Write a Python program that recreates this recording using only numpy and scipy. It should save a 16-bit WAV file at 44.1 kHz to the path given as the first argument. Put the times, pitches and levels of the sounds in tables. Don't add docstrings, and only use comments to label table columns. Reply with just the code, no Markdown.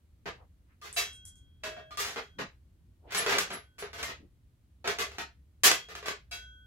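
import sys
import numpy as np
from scipy import signal
from scipy.fft import rfft, irfft, next_fast_len
from scipy.io import wavfile
from scipy.ndimage import uniform_filter1d

SR = 44100
rng = np.random.default_rng(int(sys.argv[2]) if len(sys.argv) > 2 else 0)


def wav_record(signal):
    frames = np.transpose(np.atleast_2d(signal))
    bounded = np.clip(frames, -1, 1)
    quanta = np.round(bounded * 32767).astype(np.int16)
    wavfile.write(sys.argv[1], SR, quanta)


N = 293706
TOP_HZ = 16000
BLOW_S = .04

# (frequency [Hz], correlation [-1 to 1])
LIKENESS = [(60, 0.96), (290, .88), (640, .5), (1400, -0.078), (3100, 0.16), (7000, -0.037)]


def amp(db):
    return 10 ** (np.asarray(db) / 20)


def unit(x):
    return x / np.sqrt(np.mean(x ** 2) + 1e-20)


def along(points, hz):
    f, v = np.transpose(points)
    return np.interp(np.log(hz + 1), np.log(f), v)


def add(track, s, sound):
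    start = max(round(s * SR), 0)
    part = track[:, start:][:, :sound.shape[1]]
    part += sound[:, :part.shape[1]]


def coloured(x, gain):
    size = x.shape[-1]
    m = 2 * next_fast_len(size // 2 + 1024)
    log_gain = np.log(np.maximum(gain(np.fft.rfftfreq(m, 1 / SR)), 1e-7))
    cepstrum = irfft(log_gain)
    cepstrum[1:m // 2] *= 2
    cepstrum[m // 2 + 1:] = 0
    response = np.exp(rfft(cepstrum))
    return irfft(rfft(x, m) * response, m)[..., :size]


def evened(x, width_hz=700):
    power = np.mean(np.abs(rfft(x)) ** 2, 0)
    hz = np.fft.rfftfreq(x.shape[1], 1 / SR)
    outline = np.abs(uniform_filter1d(power, int(width_hz / hz[1]) + 1)) + 1e-9
    return coloured(x, lambda f: np.interp(f, hz, outline) ** -.5)


def diffuse(size):
    turn = np.arccos(np.clip(along(LIKENESS, np.fft.rfftfreq(size, 1 / SR)), -1, 1)) / 2
    spectra = rfft(rng.standard_normal((2, size)))
    mid, side = irfft(spectra * [np.cos(turn), np.sin(turn)], size)
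    return np.array([mid + side, mid - side])


def workshop(direct_db, build_s=0.0023, hold_s=0.032):
    # (frequency [Hz], t60 [s])
    room_t60 = [(100, 0.067), (400, 0.22), (1000, 0.19), (2800, 0.22), (7000, 0.19), (15000, 0.06)]
    hz, t, z = signal.stft(diffuse(size=16384), SR, nperseg=128)
    decay_db = -60 * np.maximum(t - hold_s, 0) / along(room_t60, hz)[:, None]
    tail = signal.istft(z * amp(decay_db), SR, nperseg=128)[1]
    tail *= 1 - np.exp(-np.arange(tail.shape[1]) / SR / build_s)
    tail /= np.sqrt(np.sum(tail ** 2) / 2)
    tail[[0, 1], [5, 0]] += amp(direct_db)
    return tail


def contact(scrape_t60, steel_db, chatter_db=4, snap_db=6, count=80):
    lowest_hz, steel_t60, snap_s = 900, .09, 0.0034
    t = np.arange(SR // 5) / SR
    knots = t[::40]
    chatter = np.interp(t, knots, rng.standard_normal(len(knots)))
    crack_db = chatter_db * chatter + snap_db * np.exp(-t / snap_s) - 60 * t / scrape_t60
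    crack = rng.standard_normal(len(t)) * amp(crack_db)
    place, life, phase = rng.random((count, 3)).T[:, :, None]
    hz = lowest_hz + (TOP_HZ - lowest_hz) * (np.arange(count)[:, None] + place) / count
    t60 = steel_t60 * (.5 + life)
    steel = np.sum(np.sin(2 * np.pi * (hz * t + phase)) * amp(-60 * t / t60), 0)
    both = crack / np.linalg.norm(crack) + amp(steel_db) * steel / np.linalg.norm(steel)
    return both / np.linalg.norm(both)


def clatter():
    # (time [s], strength before colouring [dB], hardness [dB, thud < 0 < steel on steel],
    # scrape t60 [s], direct over room [dB])
    contacts = [(.257, -40.5, -8.5, 0.0044, -20), (.815, -56, 3, 0.079, -9), (0.834, -48, 1.5, 0.28, -27),
                (.964, -33.5, 7, 0.22, -17.5), (1.636, -39.5, -1, 0.22, -3.5),
                (1.765, -53, -10, 0.07, -7.5), (1.908, -53.5, -2.5, 0.049, -8),
                (1.973, -41.5, 6, 0.025, -9), (1.994, -36.5, 6.5, 0.053, -11.5),
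                (2.047, -38, 2.5, 0.42, 0.5), (2.16, -38.5, -8, 0.019, -10), (2.385, -38, -6.5, 0.027, -29),
                (3.107, -47, 0, .2, -7), (3.122, -40.5, 2.5, 0.025, -6.5), (3.147, -32.5, 3.5, 0.074, -5),
                (3.174, -34, -1, 0.33, -13), (3.263, -30.5, -4.5, 0.054, -5.5),
                (3.294, -31, -0.5, 0.058, -9), (3.323, -29, -4.5, 0.36, -4), (3.384, -31, 5, 0.099, 3),
                (3.504, -39.5, -4.5, 0.17, -2), (3.783, -48, 3, 0.0037, -16.5),
                (3.824, -44.5, -9, 0.12, -1), (3.931, -46, -1, 0.11, -8), (3.98, -42, -2, 0.072, -14),
                (4.029, -39, 3.5, 0.099, 1.5), (4.082, -42.5, -3.5, .03, -8.5),
                (4.843, -37, -7.5, 0.23, -15), (4.875, -32, -1, 0.16, -0.5), (4.986, -32.5, 1, 0.17, -6.5),
                (5.113, -52.5, -2, 0.24, -2), (5.184, -38, -2.5, 0.025, -5.5),
                (5.635, -21.5, 8.5, 0.026, -13.5), (5.649, -24.5, 2.5, 0.24, -11.5),
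                (5.715, -30, 4, 0.015, 4.5), (5.887, -48, -2, .13, -9), (5.952, -44.5, -1, 0.049, -2),
                (6.027, -48, -6.5, 0.048, -5.5), (6.059, -38.5, 0, 0.044, -7),
                (6.083, -37, -2, 0.019, -0.5), (6.312, -47, 6, 0.2, -9)]
    # (frequency [Hz], level [dB])
    clack = [(40, -12), (130, -1), (260, -1), (420, 6), (850, 5.5), (1900, 10.5), (4200, 5.5), (7000, 1),
             (8600, -8), (13000, -7), (16000, -17.5)]
    # (frequency [Hz], slope [dB per dB])
    hardening = [(400, -0.77), (850, -0.41), (1900, 0), (4200, 0.4), (7000, 1), (8600, 1.32)]
    # (frequency [Hz], width [Hz], lift [dB])
    tray_peaks = [(177.3, 15, 7), (408.2, 45, 8), (457, 33, 4), (687.7, 36, 7.5), (1185, 79, 2.5),
                  (1444.4, 1100, 3), (6100, 6000, 0.5)]
    steel_at_zero_db, steel_db_per_hardness_db = -6.5, .5

    def tray_db(hz):
        return sum(lift / (1 + (2 * (hz - f) / width) ** 2) for f, width, lift in tray_peaks)

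    out = np.zeros((2, N))
    for s, db, hardness, scrape_t60, direct_db in contacts:
        steel_db = steel_at_zero_db + steel_db_per_hardness_db * hardness
        source = contact(scrape_t60, steel_db)[None]
        in_room = evened(signal.fftconvolve(source, workshop(direct_db), axes=1))
        colour = lambda hz: amp(along(clack, hz) + hardness * along(hardening, hz) + tray_db(hz))
        add(out, s, amp(db) * np.sqrt(BLOW_S * SR) * coloured(in_room, colour))
    return out


def note(hz, t60, swell_s=0.005, waver_rad=.4):
    t = np.arange(int(min(t60, 2) * SR) + SR // 20) / SR
    knots = np.arange(0, 2.1, .008)
    drift = np.array([np.interp(t, knots, row) for row in rng.standard_normal((2, len(knots)))])
    spread = np.arccos(np.clip(along(LIKENESS, hz), -1, 1))
    apart = spread * np.array([[.5], [-.5]]) * rng.choice([-1, 1])
    wander = waver_rad * drift * np.exp(-t / 0.45)
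    phase = 2 * np.pi * (hz * t + rng.random()) + apart + wander
    envelope = (1 - np.exp(-t / swell_s)) * amp(-60 * np.maximum(t - .02, 0) / t60)
    return np.sqrt(2) * np.sin(phase) * envelope


def wrench():
    # (frequency [Hz], level [dB], t60 [s])
    wrench_modes = [(1502, -4, 1.3), (2245, -8, .28), (2331, -7, .18), (2562, -7, .2), (2678, -2, .29),
                    (3279, 0, 1.05), (3890, -3, .3), (4005, -12, .3), (4700, -6, .22), (5110, -8, .3),
                    (6160, -12, .45), (7991, -15, .28)]
    # (time [s], level [dB], extra of lowest mode [dB], extra of short-lived modes [dB],
    # time from blow to touch [s])
    wrench_hits = [(.964, -44.5, -15, 12, 1), (1.632, -53.5, -4, 2, .5), (2.157, -62, -3, 5, .24),
                   (3.384, -61, 4, 4, .4), (5.634, -44, -16, -2, .25), (6.313, -49.5, 4, 6, .5)]
    long_mode_s, touched_t60 = .8, 0.053
    out = np.zeros((2, N))
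    for s, db, low_db, short_db, free_s in wrench_hits:
        for k, (hz, level, t60) in enumerate(wrench_modes):
            ring = note(hz, t60)
            held_s = np.maximum(np.arange(ring.shape[1]) / SR - free_s, 0)
            lift_db = low_db * (k == 0) + short_db * (t60 < long_mode_s)
            add(out, s, amp(db + level + lift_db - 60 * held_s / touched_t60) * ring)
    return out


def struck(modes, hits, side_loss=0):
    out = np.zeros((2, N))
    hardest_db = max(db for _, db in hits)
    longest_t60 = max(t60 for _, _, t60 in modes)
    for s, db in hits:
        for hz, level, t60 in modes:
            side_db = side_loss * (db - hardest_db) * (t60 < longest_t60)
            add(out, s, amp(db + level + side_db) * note(hz, t60))
    return out


def ringing():
    # (frequency [Hz], level [dB], t60 [s])
    small_modes = [(1206, 7.5, 0.13), (1810, -12.5, .2), (3390, -5.5, .2), (4177, -6, .2),
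                   (5160, -13.5, .25), (8230, -20, .22)]
    long_modes = [(631, 3.5, 0.83), (1650, -4, 0.87), (2640, -1.5, 0.53), (3860, -7, .33)]
    stubby_modes = [(1920, -8.5, 0.34), (2115, 0.5, .2)]
    socket_modes = [(7870, 3, 0.059), (10830, 2.5, .11), (11170, 1, .2)]
    floor_modes = [(410, -2, 0.11), (454, -17, 0.14)]
    wall_modes = [(699, 0, 0.19)]
    # (time [s], level [dB])
    small_hits = [(0.817, -55.5), (1.909, -52.5), (1.974, -42)]
    long_hits = [(1.634, -46.5)]
    stubby_hits = [(4.03, -42)]
    socket_hits = [(3.173, -37), (3.526, -46), (3.786, -49.5)]
    floor_hits = [(.256, -41.5), (2.386, -39.5), (3.824, -37.5), (4.875, -31)]
    wall_hits = [(.964, -41), (1.765, -48), (6.312, -53)]
    tools = struck(small_modes, small_hits) + struck(long_modes, long_hits)
    tools += struck(stubby_modes, stubby_hits)
    panels = struck(floor_modes, floor_hits) + struck(wall_modes, wall_hits)
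    return wrench() + tools + panels + struck(socket_modes, socket_hits, side_loss=1)


def ticks():
    # (time [s], level [dB])
    touches = [(.928, -46), (1.131, -58.5), (1.253, -50), (1.356, -65.5)]
    # (centre [Hz], width [Hz], level [dB])
    tick_bands = [(8230, 3500, 8), (13400, 1200, -24)]

    def band_gain(hz):
        return sum(amp(db) / (1 + (2 * (hz - centre) / width) ** 2) for centre, width, db in tick_bands)

    out = np.zeros((2, N))
    for s, db in touches:
        source = contact(scrape_t60=0.0086, steel_db=-14.5)[None]
        in_room = signal.fftconvolve(source, workshop(direct_db=-4.5), axes=1)
        sound = coloured(in_room, band_gain)
        add(out, s, amp(db) * np.sqrt(2 * BLOW_S * SR) * sound / np.linalg.norm(sound))
    return out


def shuffles():
    # (time of peak [s], peak level [dB], centre [Hz])
    swells = [(0.415, -61.5, 724), (.718, -73, 1530), (2.421, -44, 193), (3.077, -56.5, 516),
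              (3.137, -45.5, 2010), (3.541, -51, 275), (4.231, -56, 247)]
    half_length_s = 0.036
    out = np.zeros((2, N))
    t = np.arange(SR // 2) / SR
    middle = t.mean()
    envelope = np.exp(-((t - middle) / half_length_s) ** 2)
    for s, db, centre in swells:
        band = lambda hz: 1 / (1 + (np.log((hz + 1) / centre) / 0.55) ** 4)
        rub = unit(coloured(diffuse(size=len(t)), band))
        add(out, s - middle, amp(db) * rub * envelope)
    return out


def background():
    # (frequency [Hz], density [dB per Hz])
    floor_spectrum = [(13, -41.5), (22, -23.5), (70, 0.5), (165, -17), (229, -21.5), (337, -26), (366, -31),
                      (861, -42), (1230, -41.5), (2670, -45), (2980, -45), (4260, -46.5), (5170, -49.5),
                      (11200, -49.5), (16000, -52.5)]
    # (time [s], level [dB])
    rumble_levels = [(0.0, -66.5), (0.28, -55), (0.8, -66), (1.05, -56), (3.86, -61.5), (4.01, -55),
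                     (4.6, -62.5), (5.23, -59.5), (5.45, -61.5), (6.66, -60)]
    # (time of peak [s], pitch at peak [Hz], peak level [dB], half length to 1/e [s])
    drone_swells = [(5.15, 70.4, -56.5, 0.21), (6.45, 58.8, -56, 0.32)]
    hiss_gain_db, sink_per_s = -59.5, .2
    t = np.arange(N) / SR
    air = unit(coloured(diffuse(size=N), lambda hz: amp(along(floor_spectrum, hz))))
    low = signal.sosfiltfilt(signal.butter(2, 180, fs=SR, output="sos"), air)
    drone = 0
    for s, hz, db, length_s in drone_swells:
        pitch_hz = hz * np.exp(-sink_per_s * (t - s))
        tone = np.sqrt(2) * np.sin(2 * np.pi * np.cumsum(pitch_hz) / SR)
        drone = drone + amp(db) * np.exp(-((t - s) / length_s) ** 2) * tone
    rumble = amp(np.interp(t, *np.transpose(rumble_levels))) * low
    hiss = amp(hiss_gain_db) * (air - low)
    return rumble + hiss + drone


def scene():
    return clatter() + ringing() + ticks() + shuffles() + background()


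def record(dry):
    m = next_fast_len(N + SR // 2)
    passed = 1 / (1 + (np.fft.rfftfreq(m, 1 / SR) / TOP_HZ) ** 200)
    return irfft(rfft(dry, m) * passed, m)[:, :N]


dry = scene()
out = record(dry)
wav_record(out)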